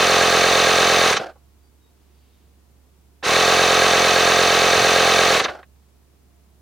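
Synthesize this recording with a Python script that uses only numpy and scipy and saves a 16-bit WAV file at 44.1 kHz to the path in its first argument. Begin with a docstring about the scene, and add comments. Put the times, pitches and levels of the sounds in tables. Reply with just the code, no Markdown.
"""Small electric tyre compressor

It runs close by outdoors, stops, runs again and coasts to rest. A motor geared 23:5 drives one piston:
each stroke knocks, and gears and valves chatter through the plastic case. Pitch and loudness follow the
crank, which spins up at switch-on and is braked by the tyre's pressure at switch-off. The pauses reveal
open air, a low hum, a distant bird and a faint rustle. Two soft thumps fall in the second run."""
import sys
import numpy as np
from scipy import signal
from scipy.fft import rfft, irfft, next_fast_len
from scipy.io import wavfile

SR = 44100
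rng = np.random.default_rng(int(sys.argv[2]) if len(sys.argv) > 2 else 0)


def unload_wav(signal):
    """Save mono or channel-first audio to the path in sys.argv[1] as 16-bit WAV at rate SR, clipped to [-1, 1]."""
    wavfile.write(
        sys.argv[1],
        SR,
        np.round(np.clip(np.atleast_2d(signal).T, -1, 1) * 32767).astype(np.int16),
    )


N = 291501
TIME = np.arange(N) / SR

# The motor's two runs: on_s, off_s, at_rest_s, speed_turns_per_s, start_position_turns
RUNS = [(-1, 1.0684, 1.298, 43.878, 3.42), (3.2235, 5.3303, 5.603, 44.021, .215)]


def amp(db):
    """Turns decibels into a multiplier."""
    return np.exp(np.asarray(db) * (np.log(10) / 20))


def unit(x):
    """Scales x to an average (rms) level of 1."""
    return x / np.sqrt(np.mean(x ** 2) + 1e-20)


def running_level(x):
    """Scales x to an average (rms) level of 1 while the motor runs."""
    powered = np.any([(TIME > on) & (TIME < off) for on, off, *_ in RUNS], axis=0)
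    return x / np.sqrt(np.mean(x[powered] ** 2))


def along(points, hz):
    """Reads between (pitch_hz, value) points, with octaves evenly spaced."""
    pitches, values = np.transpose(points)
    return np.interp(np.log(hz + 1), np.log(pitches + 1), values)


def filtered(x, response):
    """Scales each frequency in x by response(hz)."""
    size = next_fast_len(N + 4096, real=True)
    hz = np.fft.rfftfreq(size, 1 / SR)
    gain = np.repeat(response(hz[::8]), 8, axis=-1)[..., :len(hz)]
    return irfft(rfft(x.astype(np.float32), size) * gain, size)[..., :N]


def ringing(x, gain, size=16384):
    """Plays x through a body that rings most where gain(hz) is high."""
    hz = np.fft.rfftfreq(size, 1 / SR)
    cepstrum = irfft(np.log(np.maximum(gain(hz), 1e-6)))
    # folding makes the ring follow each hit, never lead it
    cepstrum[1:size // 2] *= 2
    cepstrum[size // 2 + 1:] = 0
    ring = irfft(np.exp(rfft(cepstrum)))[:size // 2]
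    return signal.fftconvolve(x, ring)[:N]


def widen(mid, side, spread):
    """Makes left and right from a sound and its scattered part."""
    side = filtered(side, lambda hz: amp(along(spread, hz)))
    return np.array([mid + side, mid - side])


def wobble(rate):
    """A random curve with rate new values a second."""
    knots = rng.standard_normal(int(N / SR * rate) + 2)
    return np.interp(TIME * rate, np.arange(len(knots)), knots)


def sine(cycles):
    """A sine wave from its count of cycles."""
    return np.sin((2 * np.pi * (cycles - np.floor(cycles))).astype(np.float32))


def note(length_s, hz):
    """A tone that swells and fades."""
    t = np.arange(int(length_s * SR)) / SR
    return np.sin(np.pi * t / length_s) * sine(hz * t)


def add(track, start_s, sound):
    """Lays a short sound into the track."""
    track[round(start_s * SR):][:len(sound)] += sound


def crank(spin_up_s=.0338, sag_hz_per_s=.174, brake_s=.1057, brake_shape=1.76):
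    """The crank's turns so far, share of speed reached since switch-on and share kept since switch-off."""
    turns, reached, kept = np.zeros((3, N))
    for on, off, _, speed, position in RUNS:
        t = np.arange(N - round(on * SR)) / SR
        rise = 1 - np.exp(-t / spin_up_s)
        fall = np.exp(-(np.maximum(t + on - off, 0) / brake_s) ** brake_shape)  # gentle, then fast
        loaded_speed = speed - sag_hz_per_s * t  # slows as the pressure builds
        travel = position + np.cumsum(loaded_speed * rise * fall) / SR
        span = min(len(t), N)
        turns[-span:], reached[-span:], kept[-span:] = travel[-span:], rise[-span:], fall[-span:]
    return turns, reached, kept


def piston(turns, speed, speed_power=0.72, scatter_db=-0.5, lag_radians=.3):
    """One push a turn, softer at low speed, rings the low notes of the case."""
    # How the case answers a stroke: pitch_hz, relative_db
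    knock = [(44, -50), (88, -40), (131, -41.5), (175, -39.5), (219, -38.5), (262, -46), (306, -39),
             (350, -36.5), (394, -31), (438, -26), (481, -35), (525, -28.5), (569, -39), (612, -40),
             (656, -57), (700, -26.5), (744, -45.5), (788, -44.5), (831, -40.5), (875, -41.5)]
    strokes = np.flatnonzero(np.diff(np.floor(turns)) > 0)
    pushes = np.zeros(N)
    pushes[strokes] = speed[strokes] ** speed_power * amp(scatter_db * rng.standard_normal(len(strokes)))
    lags = lag_radians * rng.standard_normal(len(knock))  # the panels move slightly out of step
    pushes = filtered(pushes, lambda hz: np.exp(1j * np.interp(hz, np.transpose(knock)[0], lags)))
    low_band = lambda hz: 1 / np.sqrt((1 + (hz / 950) ** 20) * (1 + (36 / (hz + 1)) ** 8))
    return running_level(ringing(pushes, lambda hz: amp(along(knock, hz)) * low_band(hz)))


def case(hz):
    """How strongly the case and cylinder ring at each frequency."""
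    # Their ringing notes: pitch_hz, half_width_hz, relative_db
    resonances = [(167, 100, -16), (380, 42, -10), (533, 99, 0), (776, 59, 2.5), (1086, 110, -0.5),
                  (1141, 29, -4), (1290, 90, -1), (1582, 100, -2.2), (1720, 390, -3.5), (2060, 170, -4),
                  (2280, 49, -2.5), (2552, 110, -3), (2737, 120, -4), (3057, 62, -1.5), (3372, 85, -6),
                  (3575, 38, -1.5), (3783, 130, -2), (4050, 95, -1.5), (4346, 140, -8), (4490, 120, -14.5),
                  (4690, 280, -9), (5490, 320, -11.5), (6134, 520, -8.5), (7340, 986, -19.5),
                  (8610, 397, -21.5), (9560, 220, -19), (10650, 740, -25), (14480, 170, -25),
                  (14710, 5600, -32.5), (15340, 290, -30.5)]
    peaks = (amp(db) / (1 + ((hz - centre) / width) ** 2) for centre, width, db in resonances)
    return np.sqrt(sum(peak ** 2 for peak in peaks))


def surface(turns, count, size=1024, stretch=8):
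    """A rough surface that comes round again after count turns of the crank."""
    ripples = np.exp(2j * np.pi * rng.random(count * size // 2))
    profile = unit(irfft(ripples, count * size * stretch))
    return profile[(turns * size * stretch).astype(int) % len(profile)]


def chatter(turns, crank_db=-5.5, teeth_db=-3.5, air_db=-6, rasp_hz=950, low_hz=110):
    """The crank's fine rasp repeats each turn, the gear teeth every five; rushing air never repeats."""
    rasp = filtered(surface(turns, count=1), lambda hz: 1 / np.sqrt(1 + (rasp_hz / (hz + 1)) ** 8))
    teeth = surface(turns, count=5)
    rub = amp(crank_db) * rasp + amp(teeth_db) * teeth + amp(air_db) * rng.standard_normal(N)
    radiated = lambda hz: case(hz) / np.sqrt(1 + (low_hz / (hz + 1)) ** 4)  # small case, little bass
    return running_level(ringing(rub, radiated))


def gear_whine(turns, waver_db=0.1, lag_turns=.03, play_turns=.0012, throb_below=16):
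    """Tones locked to the shafts: low ones swell together each stroke; loose gears blur the high ones."""
    # The gears' tones: multiple_of_crank_speed, relative_db
    tones = [(11.6, -42), (12.8, -45), (13.8, -30), (14.8, -29.5), (15.8, -31.5), (16.4, -32.5),
             (16.6, -44.5), (16.8, -39.5), (18.4, -36.5), (25.8, -36.5), (27.6, -32), (28.8, -33),
             (37, -41), (38, -36), (39, -31), (43, -35), (52, -34.5), (58, -36), (81, -32.5), (100, -30)]
    angle = turns - lag_turns + play_turns * wobble(40)
    shared_phase = rng.random()
    tone = lambda multiple: sine(multiple * angle + shared_phase + rng.random() * (multiple > throb_below))
    return np.sqrt(2) * sum(amp(db + waver_db * wobble(20)) * tone(multiple) for multiple, db in tones)


def flare(x, turns, gear_ratio=23 / 5, tight_turns=0.78, size=512):
    """Parts of the sound flare each turn, most when the small off-centre gear presses tightest."""
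    # The flares: position_turns, half_width_turns, centre_hz, half_width_octaves, lift_db, sway_share
    flares = [(.9, .1, 1600, .35, 6, .25), (.94, .06, 3850, .3, 6, .05), (.62, .3, 4050, .12, 8.5, .1),
              (.7, .17, 6100, .3, 7, .2), (.74, .1, 2400, .22, 6.5, .3)]
    angle = np.arange(5 * size) / size  # the pattern spans five turns
    place = (turns * size).astype(int) % len(angle)
    pressure = np.cos(2 * np.pi * (gear_ratio * angle - tight_turns))
    out = x.copy()
    for position, width, centre_hz, octaves, lift_db, sway in flares:
        gate = np.exp(-(((angle - position + .5) % 1 - .5) / width) ** 2)
        swell = unit(1 + (amp(lift_db) - 1) * gate * (1 + sway * pressure))
        band = filtered(x, lambda hz: np.exp(-(np.log2((hz + 1) / centre_hz) / octaves) ** 2))
        out += (swell - 1)[place] * band
    return out


def worn_teeth(turns, at_turns=.86, db=-12, ring_hz=1625, fade_s=0.057, scatter_db=1.5):
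    """One worn pair of teeth meets every fifth turn and pings the cylinder."""
    meetings = np.flatnonzero(np.diff(np.floor((turns + 1 - at_turns) / 5)) > 0)
    t = np.arange(SR // 10) / SR
    ping = amp(-60 * t / fade_s) * (1 - np.exp(-t * ring_hz / 2)) * sine(ring_hz * t)
    track = np.zeros(N)
    for at, scatter in zip(meetings, rng.standard_normal(len(meetings))):
        add(track, at / SR, amp(db + scatter_db * scatter) * ping)
    return track


def gear_load(turns, reached, kept, slack_db=32, bite_at_turns=.62, bite_width_turns=0.17):
    """Faster gears are louder; as they coast, the chatter breaks into one burst a turn."""
    bite = np.exp(-(((turns - bite_at_turns + .5) % 1 - .5) / bite_width_turns) ** 2)
    gaps = amp(-slack_db * (1 - kept) ** 2.2 * (1 - bite))
    return reached ** 1.5 * kept ** 0.6 * gaps


def compressor(knock_db=-22.0, chatter_db=-16.5, whine_db=-2.0):
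    """The crank drives knock, chatter, whine and ping; the flares fade as it coasts."""
    turns, reached, kept = crank()
    load = gear_load(turns, reached, kept)
    plain = amp(chatter_db) * chatter(turns) + amp(whine_db) * gear_whine(turns)
    gears = kept * flare(plain, turns) + (1 - kept) * plain
    direct = amp(knock_db) * piston(turns, reached * kept) + load * (gears + worn_teeth(turns))
    scattered = load * amp(chatter_db) * chatter(turns)
    return np.array([direct, scattered])


def free_rotor(db=-15, fade_db_per_s=102, stop_db_per_s=419.5, attack_s=0.12, attack_shape=4.2):
    """Loudness of the whirr: it rises after switch-off, fades, and dies once the rotor rests."""
    level = np.zeros(N)
    for _, off, rest, *_ in RUNS:
        coasting, resting = np.maximum(TIME - off, 0), np.maximum(TIME - rest, 0)
        attack = 1 - np.exp(-(coasting / attack_s) ** attack_shape)
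        level += attack ** 2 * amp(db - fade_db_per_s * coasting - stop_db_per_s * resting)
    return level


def whirr(treble_hz=2200, treble_power=1.3, flutter_db=2.5):
    """With the power off, the motor's rotor whirrs on unevenly, duller as it fades."""
    # Tone colour of the whirr: pitch_hz, relative_db
    colour = [(88, -51), (150, -24.5), (283, -10.5), (364, -4), (441, -13), (515, -1.5), (757, -1),
              (972, -15), (1510, -5.5), (1840, -18.5), (3540, -22.5), (3820, -25), (4460, -22.5),
              (7500, -37), (15000, -50.5)]
    level = free_rotor() * amp(flutter_db * wobble(130))
    treble_level = level.max() * (level / level.max()) ** treble_power
    noise = unit(filtered(rng.standard_normal((2, N)), lambda hz: amp(along(colour, hz))))
    treble = filtered(noise, lambda hz: 1 / (1 + (treble_hz / (hz + 1)) ** 4))
    return level * (noise - treble) + treble_level * treble


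def loose_parts(thin_hz=500):
    """Loose parts clack against the case as the piston starts or comes to rest."""
    # The clacks: start_s, level_db, fade_s (to fall 60 dB), dull_above_hz
    clacks = [(1.126, -14.5, .07, 2996), (1.168, -20.5, 0.055, 2192), (1.197, -34, .06, 2477),
              (1.356, -51, .09, 1000), (3.2265, -33, .08, 1830), (5.4, -15, .075, 3210),
              (5.4565, -16, .04, 1987), (5.482, -25.5, 0.12, 3000), (5.6295, -42, .055, 2588)]
    sound = np.zeros((2, N))
    t = np.arange(SR // 10) / SR
    for start_s, db, fade_s, dull_hz in clacks:
        cut = lambda hz: np.sqrt((1 + (hz / dull_hz) ** 6) * (1 + (thin_hz / (hz + 1)) ** 4))
        for track in sound:
            burst = amp(db - 60 * t / fade_s) * rng.standard_normal(len(t))
            add(track, start_s, ringing(burst, lambda hz: unit(case(hz) / cut(hz)), size=4096))
    return sound


def outdoors(air_db=-61.0, hum_hz=70, hum_db=-57.0, lean_db=-3.0, waver_db=-1.0):
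    """Open air from all sides and a low hum to the right."""
    # Tone colour of the air: pitch_hz, relative_db
    colour = [(20, -9), (45, 0.5), (100, 1), (200, -1), (280, -3.5), (390, -4.5), (510, -12), (950, -14),
              (1700, -20), (4000, -23), (15500, -26)]
    # How wide the air sounds: pitch_hz, side_db
    spread = [(60, -14), (150, -8), (380, -3), (950, -4), (2380, -2), (6000, -0.5), (15000, 0)]
    mid, side = unit(filtered(rng.standard_normal((2, N)), lambda hz: amp(along(colour, hz))))
    air = amp(air_db) * widen(mid, side, spread)
    hum = amp(hum_db + waver_db * wobble(8.9)) * np.sqrt(2) * sine(hum_hz * TIME + .03 * wobble(5))
    return air + amp([[lean_db], [-lean_db]]) * hum


def bird(flutter_db=3):
    """A far bird's thin notes flutter on their way."""
    # The notes: start_s, length_s, pitch_hz, level_db
    notes = [(1.623, 0.075, 4670, -71.5), (1.79, 0.13, 3784, -70), (2.089, .2, 4620, -75),
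             (2.305, .08, 3694, -75)]
    track = np.zeros(N)
    for start_s, length_s, hz, db in notes:
        add(track, start_s, amp(db) * note(length_s, hz))
    return track * amp(flutter_db * wobble(60))


def rustle(start_s=1.88, length_s=.76, centre_hz=3100, octaves=.8, db=-73):
    """One faint swell of rustling."""
    arch = np.sin(np.pi * np.clip((TIME - start_s) / length_s, 0, 1))
    band = lambda hz: np.exp(-(np.log2((hz + 1) / centre_hz) / octaves) ** 2)
    return amp(db) * arch * unit(filtered(rng.standard_normal(N), band))


def bumps(length_s=.035):
    """Soft thumps, each a few cycles of a low tone."""
    # The thumps: start_s, pitch_hz, level_db
    thumps = [(4.763, 104.5, -32.5), (4.808, 119.6, -26.5)]
    track = np.zeros(N)
    for start_s, hz, db in thumps:
        add(track, start_s, amp(db) * note(length_s, hz))
    return track


def scene():
    """Places the machine between left and right and adds the sounds around it."""
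    # How wide the machine sounds: pitch_hz, side_db
    spread = [(100, -16), (400, -11), (700, -10.5), (1500, -17.5), (3000, -13.5), (6000, -11.5),
              (9000, -8.5), (15000, -13)]
    # Which way its sound leans: pitch_hz, left_minus_right_db
    balance = [(60, -0.5), (200, 1), (380, -3), (700, -1.5), (1290, -2), (2380, -0.5), (4400, -0.5),
               (8120, 0.0), (15000, -2)]
    direct, scattered = compressor() + whirr() + loose_parts()
    machine = widen(direct, scattered, spread)
    machine = filtered(machine, lambda hz: amp(np.outer([.5, -.5], along(balance, hz))))
    return machine + bumps() + outdoors() + bird() + rustle()


def record(dry, ceiling=1.0, knee=6, top_hz=15950):
    """Rounds off the highest peaks and cuts the treble above top_hz."""
    rounded = dry / (1 + np.abs(dry / ceiling) ** knee) ** (1 / knee)
    return filtered(rounded, lambda hz: hz < top_hz)


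dry = scene()
out = record(dry)
unload_wav(out)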